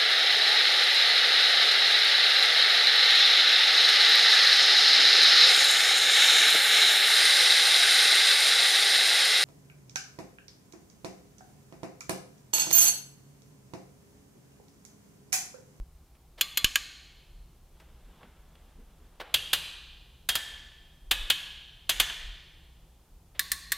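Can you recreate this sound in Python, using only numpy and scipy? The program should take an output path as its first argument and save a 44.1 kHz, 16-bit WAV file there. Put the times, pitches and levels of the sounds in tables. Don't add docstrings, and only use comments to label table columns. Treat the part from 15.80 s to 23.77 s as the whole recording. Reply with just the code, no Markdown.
import sys
import numpy as np
from scipy import signal
from scipy.fft import rfft, irfft, next_fast_len
from scipy.io import wavfile
from scipy.ndimage import uniform_filter1d, map_coordinates

SR = 44100
rng = np.random.default_rng(int(sys.argv[2]) if len(sys.argv) > 2 else 0)


def level_to_linear(level):
    exponent = np.asarray(level, float) / 20
    return 10 ** exponent


def pcm_store(signal):
    levels = np.round(np.clip(np.atleast_2d(signal), -1, 1) * 32767)
    wavfile.write(sys.argv[1], SR, levels.astype(np.int16).T)


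N = 351477

# (time [s], blow energy [dB], low ring [dB], brightness [dB], chatter t60 [s])
SHOVE_BLOWS = [
    (3.5402, 7, -23, -19, 0.016),
    (3.7296, 6.5, -20, -17, 0.02),
    (5.3096, 6.5, -17.5, -17.5, 0.025),
    (5.4997, 7.5, -21.5, -19.5, 0.015),
    (5.7160, -40, -12, -14.5, 0.044),
    (6.0918, 5.5, -19, -16.5, 0.022),
    (6.1979, 8, -17, -16, 0.017),
    (6.2960, -9.5, -16.5, -40, .013),
]
# (time [s], blow energy [dB], low ring [dB], brightness [dB], chatter t60 [s])
STAND_BLOWS = [
    (4.488, 4.9, -17.5, -19, 0.035),
    (4.5520, 1.7, -11.5, -13.5, 0.026),
]


def unit(x):
    return x / np.sqrt(np.mean(x ** 2) + 1e-20)


def along(points, hz):
    f, v = np.transpose(points)
    return np.interp(np.log(hz + 1), np.log(f + 1), v)


def wobble(rate):
    knots = rng.standard_normal(int(N * rate / SR) + 4)
    return map_coordinates(knots, [np.arange(N) * rate / SR])


def filtered(x, response):
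    m = next_fast_len(len(x) + 8192)
    return irfft(rfft(x, m) * response(np.fft.rfftfreq(m, 1 / SR)), m)[:len(x)]


def noise(spectrum):
    return unit(filtered(rng.standard_normal(N), lambda hz: level_to_linear(along(spectrum, hz))))


def decay(since, build_s, t60):
    return (1 - np.exp(-(since / build_s) ** 2)) * level_to_linear(-60 * since / t60)


def burst(envelope, colour):
    n = len(envelope)
    spikes = rng.standard_normal(n) * level_to_linear(2.5 * rng.standard_normal(n))
    z = rfft(envelope * spikes)
    even = np.sqrt(np.abs(uniform_filter1d(np.abs(z) ** 2, size=60))) + 1e-12
    sound = irfft(z / even * colour, n)
    sound = sound * np.minimum(1, 8 * np.sqrt(envelope) + (np.cumsum(envelope) > 1))
    sound[n * 7 // 8:] = 0
    return sound / np.linalg.norm(sound)


def damped_body(modes, f):
    spot_db = rng.normal(0, 2.5, len(modes))
    response = 0
    for k, (centre, width, peak_db) in enumerate(modes):
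        mode = 1j * f * width / (centre * centre - f * f + 1j * f * width)
        response = response + (-1) ** k * level_to_linear(peak_db + spot_db[k]) * mode
    return response


def free_ringing(rings, tilt, since):
    ring = np.zeros(len(since))
    for hz, level_db, t60 in rings:
        swell = (1 - np.exp(-since / 0.0013)) * level_to_linear(level_db + along(tilt, hz) - 60 * since / t60)
        drift = rng.uniform(0, 2 * np.pi) + np.cumsum(rng.normal(0, 0.07, len(since)))
        ring = ring + swell * np.sin(2 * np.pi * hz * since + drift)
    return ring


def hall():
    # (frequency [Hz], t60 [s])
    hall_t60 = [(200, 1.1), (800, 1.056), (3000, 1.35), (5000, 1.184), (7000, 0.82), (10000, .65),
                (13000, 0.59), (16000, 0.45)]
    hz, t, z = signal.stft(rng.standard_normal(int(1.3 * SR)), SR, nperseg=256)
    tail = signal.istft(z * level_to_linear(-60 * t / along(hall_t60, hz)[:, None]), SR, nperseg=256)[1]
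    tail = tail * (1 - np.exp(-(np.arange(len(tail)) / SR / 0.0077) ** 2))
    return tail / np.linalg.norm(tail)


def clacks(events, body, wash, rings, usual_db, build_s, crack_db, near_db, hall_db):
    lead, short = 64, 8192
    out = np.zeros(N + 3 * SR)
    f = np.fft.rfftfreq(short, 1 / SR)
    since = np.maximum(np.arange(SR // 2) - lead, 0) / SR
    for s, db, low_db, bright_db, chatter_t60 in events:
        tilt_db = np.array([low_db, 0, bright_db, bright_db]) - usual_db
        tilt = np.transpose([[1600, 3200, 6700, 12000], tilt_db])
        broad = level_to_linear(along(tilt, f) + along(wash, f))
        bright = level_to_linear(along(tilt, f)) * damped_body(body, f)
        bright = bright + level_to_linear(crack_db) * broad * (1 + f / 9000)

        hit = burst(decay(since, build_s, chatter_t60)[:short], bright)
        bounce = burst(decay(since, 0.0033, 0.086)[:short], bright / (1 + f / 9000))
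        hit = hit + level_to_linear(near_db) * bounce
        ring = 7 * chatter_t60 * free_ringing(rings, tilt, since)

        walls = hall()
        around = broad + 0.4 * np.abs(bright) / (1 + (f / 7000) ** 2)
        lumps = unit(uniform_filter1d(rng.standard_normal(len(f)), size=24))
        around = around * level_to_linear(2.4 * lumps)
        answer = filtered(walls, lambda hz: np.interp(hz, f, around))

        wet = level_to_linear(hall_db) * signal.fftconvolve(ring, walls)
        wet[:len(walls)] += level_to_linear(hall_db) * answer / np.linalg.norm(answer)
        wet[:len(ring)] += ring
        wet[:short] += hit
        out[round(s * SR) - lead:][:len(wet)] += level_to_linear(db) * wet
    return out[:N]


def adjuster():
    # (time [s], blow energy [dB], low ring [dB], brightness [dB], chatter t60 [s])
    inward_snaps = [
        (.6100, 7.5, -13.5, -17.5, .026),
        (.7726, 6, -11, -18.5, .03),
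        (.8440, 10, -19.5, -18.5, .016),
        (.9564, 8.5, -16.5, -18.5, .013),
    ]
    outward_snaps = [
        (7.5933, 4.1, -7, -18, 0.018),
        (7.7169, 3.5, -5.5, -14, 0.018),
        (7.9194, 3.8, -7.5, -17, 0.022),
    ]
    # (frequency [Hz], width [Hz], level [dB])
    knob_in = [(1154, 32, -18), (1630, 120, 3), (2447, 270, -2), (3040, 240, 9), (3740, 240, -5),
               (4000, 130, -4), (6970, 130, -9), (8800, 38, -6), (11410, 310, -8.5), (12110, 220, -11.5),
               (13400, 160, 0.5), (14100, 200, -22), (16200, 150, -15.5)]
    knob_out = [(1746, 170, 0), (3800, 190, -3.5), (4100, 56, -14), (4980, 570, -5), (7160, 160, -17.5),
                (8550, 160, -13.5), (8300, 100, -12.5), (9150, 260, -8.5), (9560, 140, -13.5),
                (11000, 100, -6.5), (12600, 88, -13), (13540, 190, -8.5), (13900, 400, -23.5)]
    # (frequency [Hz], density [dB per Hz])
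    wash_in = [(150, -43), (250, -11.5), (955, -17.5), (1140, -9.5), (1310, -17), (1640, -4), (3230, -5.5),
               (3840, -7.5), (4190, -1.5), (5350, -20), (6820, -9), (7980, -16), (13200, -13), (15600, -27),
               (16600, -37)]
    wash_out = [(150, -41), (250, -16.5), (938, -31), (1100, -47), (1280, -26), (1850, 4.5), (2240, -10.5),
                (2960, -13), (4260, -3), (4900, -13.5), (7700, -13.5), (10500, -17), (13200, -18),
                (15600, -25), (16600, -43.5)]
    # (frequency [Hz], level [dB], t60 [s])
    axle_block = [(1155, -35, 0.28), (2160, -35.5, 0.34), (3400, -21, 0.16), (3410, -24, 0.13),
                  (4148, -24.5, 0.17), (4860, -33, 0.14), (7010, -43.5, .25)]
    swingarm = [(1168, -21, 0.15), (1824, -28.5, 0.22), (3250, -19, 0.041), (3440, -33.5, 0.19),
                (4140, -27.5, 0.046), (5170, -37.5, 0.32), (7200, -42.5, .1)]
    end_plate = [(1120, -31, 0.31), (1914, -32.5, .25), (3680, -27, 0.17), (4156, -27.5, 0.17),
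                 (4320, -36, 0.26), (5351, -53, 0.12), (8656, -39.5, .2)]
    slack = clacks(inward_snaps[:2], knob_in, wash_in, axle_block, [-11.5, -0.5, -23.0, -21],
                   build_s=0.00043, crack_db=-6.5, near_db=-13, hall_db=-15.5)
    loaded = clacks(inward_snaps[2:], knob_in, wash_in, swingarm, [-11.5, 1, -23.5, -15],
                    build_s=0.00043, crack_db=-10, near_db=-11.5, hall_db=-15.0)
    outward = clacks(outward_snaps, knob_out, wash_out, end_plate, [-7, -2.0, -21, -24],
                     build_s=0.00034, crack_db=-5.5, near_db=-8.5, hall_db=-12.0)
    return slack + loaded + outward


def chain():
    # (frequency [Hz], width [Hz], level [dB])
    links = [(740, 150, -13), (1100, 50, -40), (1650, 420, -8), (2750, 25, -1.5), (3320, 850, 9),
             (3454, 310, 1.5), (4760, 83, -23), (5114, 170, 4.5), (6000, 880, -19.5), (7760, 270, -15.5),
             (8950, 120, -28.5), (11770, 87, -16), (12250, 1600, -12.5), (13200, 340, -20)]
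    # (frequency [Hz], density [dB per Hz])
    links_wash = [(70, -21.5), (130, -28), (280, -16), (420, -15), (1090, -9.5), (1300, -12.5), (1720, -5),
                  (2050, -7), (3310, 2.5), (4900, -7), (5300, -8.5), (6600, -4.5), (12000, -12.5),
                  (15600, -26), (16600, -47.5)]
    # (frequency [Hz], level [dB], t60 [s])
    sprocket = [(2480, -35, 0.1), (2670, -34, .3), (3300, -35, .35), (3460, -34.5, .25), (4365, -38.5, .25),
                (4420, -33.5, .3), (4850, -32, .3), (6300, -37, .17)]
    rim = [(1677, -37, 0.42), (2560, -23.5, .2), (2880, -34.5, .25), (3400, -46, 0.49), (3640, -26, 0.43),
           (3900, -24.5, 0.23), (3920, -32, 0.31)]
    wheel = [(1750, -32, 0.36), (2466, -33.5, .2), (3230, -36, .2), (3200, -36.5, .25), (3440, -28, 0.52),
             (4200, -43.5, 0.26), (6170, -27.5, 0.33), (6900, -29.5, 0.3)]
    stand = [(1644, -48.5, 0.96), (1754, -31, 0.79), (3220, -17.5, 0.3), (3290, -24, 0.35),
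             (3660, -21.5, 0.17), (4320, -45.5, 0.74)]
    out = np.zeros(N)
    for blows, rings in [(SHOVE_BLOWS[:2], sprocket), (SHOVE_BLOWS[2:5], rim), (SHOVE_BLOWS[5:], wheel)]:
        out += clacks(blows, links, links_wash, rings, [-21.5, 0, -13, -20.5],
                      build_s=0.0049, crack_db=1.0, near_db=-1, hall_db=-6.5)
    for blows, rings in [(STAND_BLOWS[:1], stand[2:]), (STAND_BLOWS[1:], stand)]:
        out += clacks(blows, links, links_wash, rings, [-17, 3.5, -15, -20.5],
                      build_s=0.0022, crack_db=-4.5, near_db=-3, hall_db=-8.0)
    return out


def frame():
    # (time [s], level [dB], t60 [s])
    soft_knocks = [
        (2.27, -66, .15),
        (2.43, -60, .15),
        (2.98, -60, .2),
        (3.2, -63, .12),
        (7.9, -64, .2),
    ]
    # (frequency [Hz], density [dB per Hz])
    thud_colour = [(40, -20), (70, -2), (110, 0.5), (170, -3.5), (300, -28.5), (500, -120)]
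    knock_colour = [(80, -120), (120, -6), (150, -2), (240, -2), (330, -12), (480, -6), (700, -120)]
    t = np.arange(N) / SR
    shake, soft = np.zeros(N), np.zeros(N)
    for s, db, *_ in SHOVE_BLOWS + STAND_BLOWS:
        shake += (t > s) * level_to_linear(db - 58 - 60 * np.abs(t - s) / 0.32)
    for s, db, t60 in soft_knocks:
        soft += (1 - np.exp(-np.maximum(t - s, 0) / 0.011)) * level_to_linear(db - 60 * np.abs(t - s) / t60)
    return shake * noise(thud_colour) + level_to_linear(10.5) * soft * noise(knock_colour)


def hands():
    # (time [s], blow energy [dB], low ring [dB], brightness [dB], chatter t60 [s])
    palm_touches = [
        (.576, -19.5, -16.5, -23.5, 0.31),
        (2.404, -30.5, 2, -30, 0.099),
        (2.421, -30, -6.5, -33, 0.17),
        (3.398, -12.5, -14, -30, 0.028),
        (3.407, -14, -7.5, -25.5, .04),
        (7.545, -27, -18, -34, 0.25),
    ]
    tick_times = [
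        .349,
        1.998,
        2.43,
        2.7525,
    ]
    # (blow energy [dB], low ring [dB], brightness [dB], chatter t60 [s])
    tick_blows = [(-41, -14, -26.5, 0.065), (-29, -5.5, -17, 0.11), (-27.5, -7.5, -31, 0.023),
                  (-34.5, -16.5, -28.5, .012)]
    # (frequency [Hz], width [Hz], level [dB])
    palm = [(450, 960, -8.5), (845, 940, -16), (1410, 170, -14.5), (2520, 1000, 7), (3430, 230, -4)]
    # (frequency [Hz], density [dB per Hz])
    palm_wash = [(150, -16), (500, 2.5), (1200, -1), (2200, -4), (3400, -9), (5200, -16), (9000, -28),
                 (16000, -35)]
    ticks = [(s, *blow) for s, blow in zip(tick_times, tick_blows)]
    touched = clacks(palm_touches, palm, palm_wash, [], [-12.5, -5.0, -24.0, -29.5],
                     build_s=0.009, crack_db=21.5, near_db=-6.0, hall_db=-4.0)
    ticked = clacks(ticks, palm, palm_wash, [], [-14.5, -3.0, -22.5, -23],
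                    build_s=0.001, crack_db=3, near_db=-6, hall_db=-3.5)
    return touched + ticked


def sleeves():
    # (time [s], level [dB])
    rustle_level = [
        (1.8, -102),
        (1.964, -70),
        (2.152, -70.5),
        (2.406, -63),
        (2.534, -69.5),
        (2.74, -69),
        (3.4, -71.5),
    ]
    # (frequency [Hz], density [dB per Hz])
    cloth_colour = [(90, -32), (150, 2), (320, -8), (410, -5.5), (610, -8), (800, -8), (1300, -10.5),
                    (2200, -16.5), (3400, -13), (5200, -29.5), (9000, -35), (14000, -61)]
    t = np.arange(N) / SR
    s, db = np.transpose(rustle_level)
    reach = (t > s[0]) & (t < s[-1])
    return reach * level_to_linear(np.interp(t, s, db) + 2.0) * unit(level_to_linear(1.2 * wobble(21)) * noise(cloth_colour))


def ventilation():
    # (time [s], swell of the deep rumble [dB], width [s])
    weight_shifts = [
        (.01, 20, 0.037),
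        (1.59, 12.5, 0.065),
        (2.2, 9, .1),
        (3.06, 4.5, 0.088),
        (5.3, 14, 0.066),
        (5.43, 19.5, 0.065),
        (6.2, 17.5, 0.099),
        (6.49, 18.5, 0.089),
    ]
    # (frequency [Hz], level [dB])
    mains_tones = [(59.2, -63.5), (118.4, -72.5)]
    # (frequency [Hz], density [dB per Hz])
    deep_colour = [(12, -31.5), (24, -4), (33, -6.5), (42, -4), (52, -14.5), (65, -41.5), (120, -120)]
    duct_colour = [(26, -26), (45, -0.5), (72, 3), (92, -14.5), (107, -11), (167, -8.5), (230, -35.5),
                   (300, -57.5), (510, -120)]
    fan_colour = [(140, -120), (152, -9), (164, 1), (176, -13.5), (190, -120)]
    t = np.arange(N) / SR
    hum = sum(level_to_linear(db) * np.sqrt(2) * np.sin(2 * np.pi * hz * t) for hz, db in mains_tones)
    hum = hum * level_to_linear(1.8 * wobble(4.4))
    swell_db = sum(db * np.exp(-((t - s) / width) ** 2) for s, db, width in weight_shifts)
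    deep = level_to_linear(-59 + swell_db) * noise(deep_colour) * level_to_linear(1.5 * wobble(7.7))
    duct = level_to_linear(-60.5) * noise(duct_colour) * level_to_linear(1.8 * wobble(5.5))
    return deep + duct + hum + level_to_linear(-72) * noise(fan_colour)


def background_hiss():
    # (frequency [Hz], density [dB per Hz])
    shared_colour = [(120, -37.5), (200, -4), (317, -8), (348, -4.5), (389, -8), (628, -12), (784, -9.5),
                     (860, -11.5), (1700, -21), (14800, -25), (16500, -39.5)]
    opposite_colour = [(30, -8.5), (200, 0), (2000, -5.5), (15000, -1.5), (15900, -6.5), (16500, -26)]
    hiss_db = -67
    opposite = level_to_linear(hiss_db - 7.5) * noise(opposite_colour)
    return level_to_linear(hiss_db) * noise(shared_colour) + opposite * [[1], [-1]]


def overload():
    # (time [s], level [dB])
    offset_step = (.8447, -21)
    start_s, step_db = offset_step
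    since = np.maximum(np.arange(N) / SR - start_s, 0)
    drain = np.exp(-69 * since) * np.cos(150 * since + 0.97) + 1.3 * np.exp(-since / 0.0014)
    return -level_to_linear(step_db) * (1 - np.exp(-since / 0.00015)) * drain


def scene():
    return np.tile(adjuster() + chain() + frame() + hands() + sleeves() + ventilation(), (2, 1))


def band_limit(x):
    return signal.sosfilt(signal.butter(12, 16970, fs=SR, output="sos"), x)


def record(dry):
    upset = overload() * level_to_linear([[-6], [0]])
    limit = signal.butter(16, 16250, fs=SR, output="sos")
    return band_limit(signal.sosfilt(limit, dry + background_hiss() + upset))


dry = scene()
out = record(dry)
pcm_store(out)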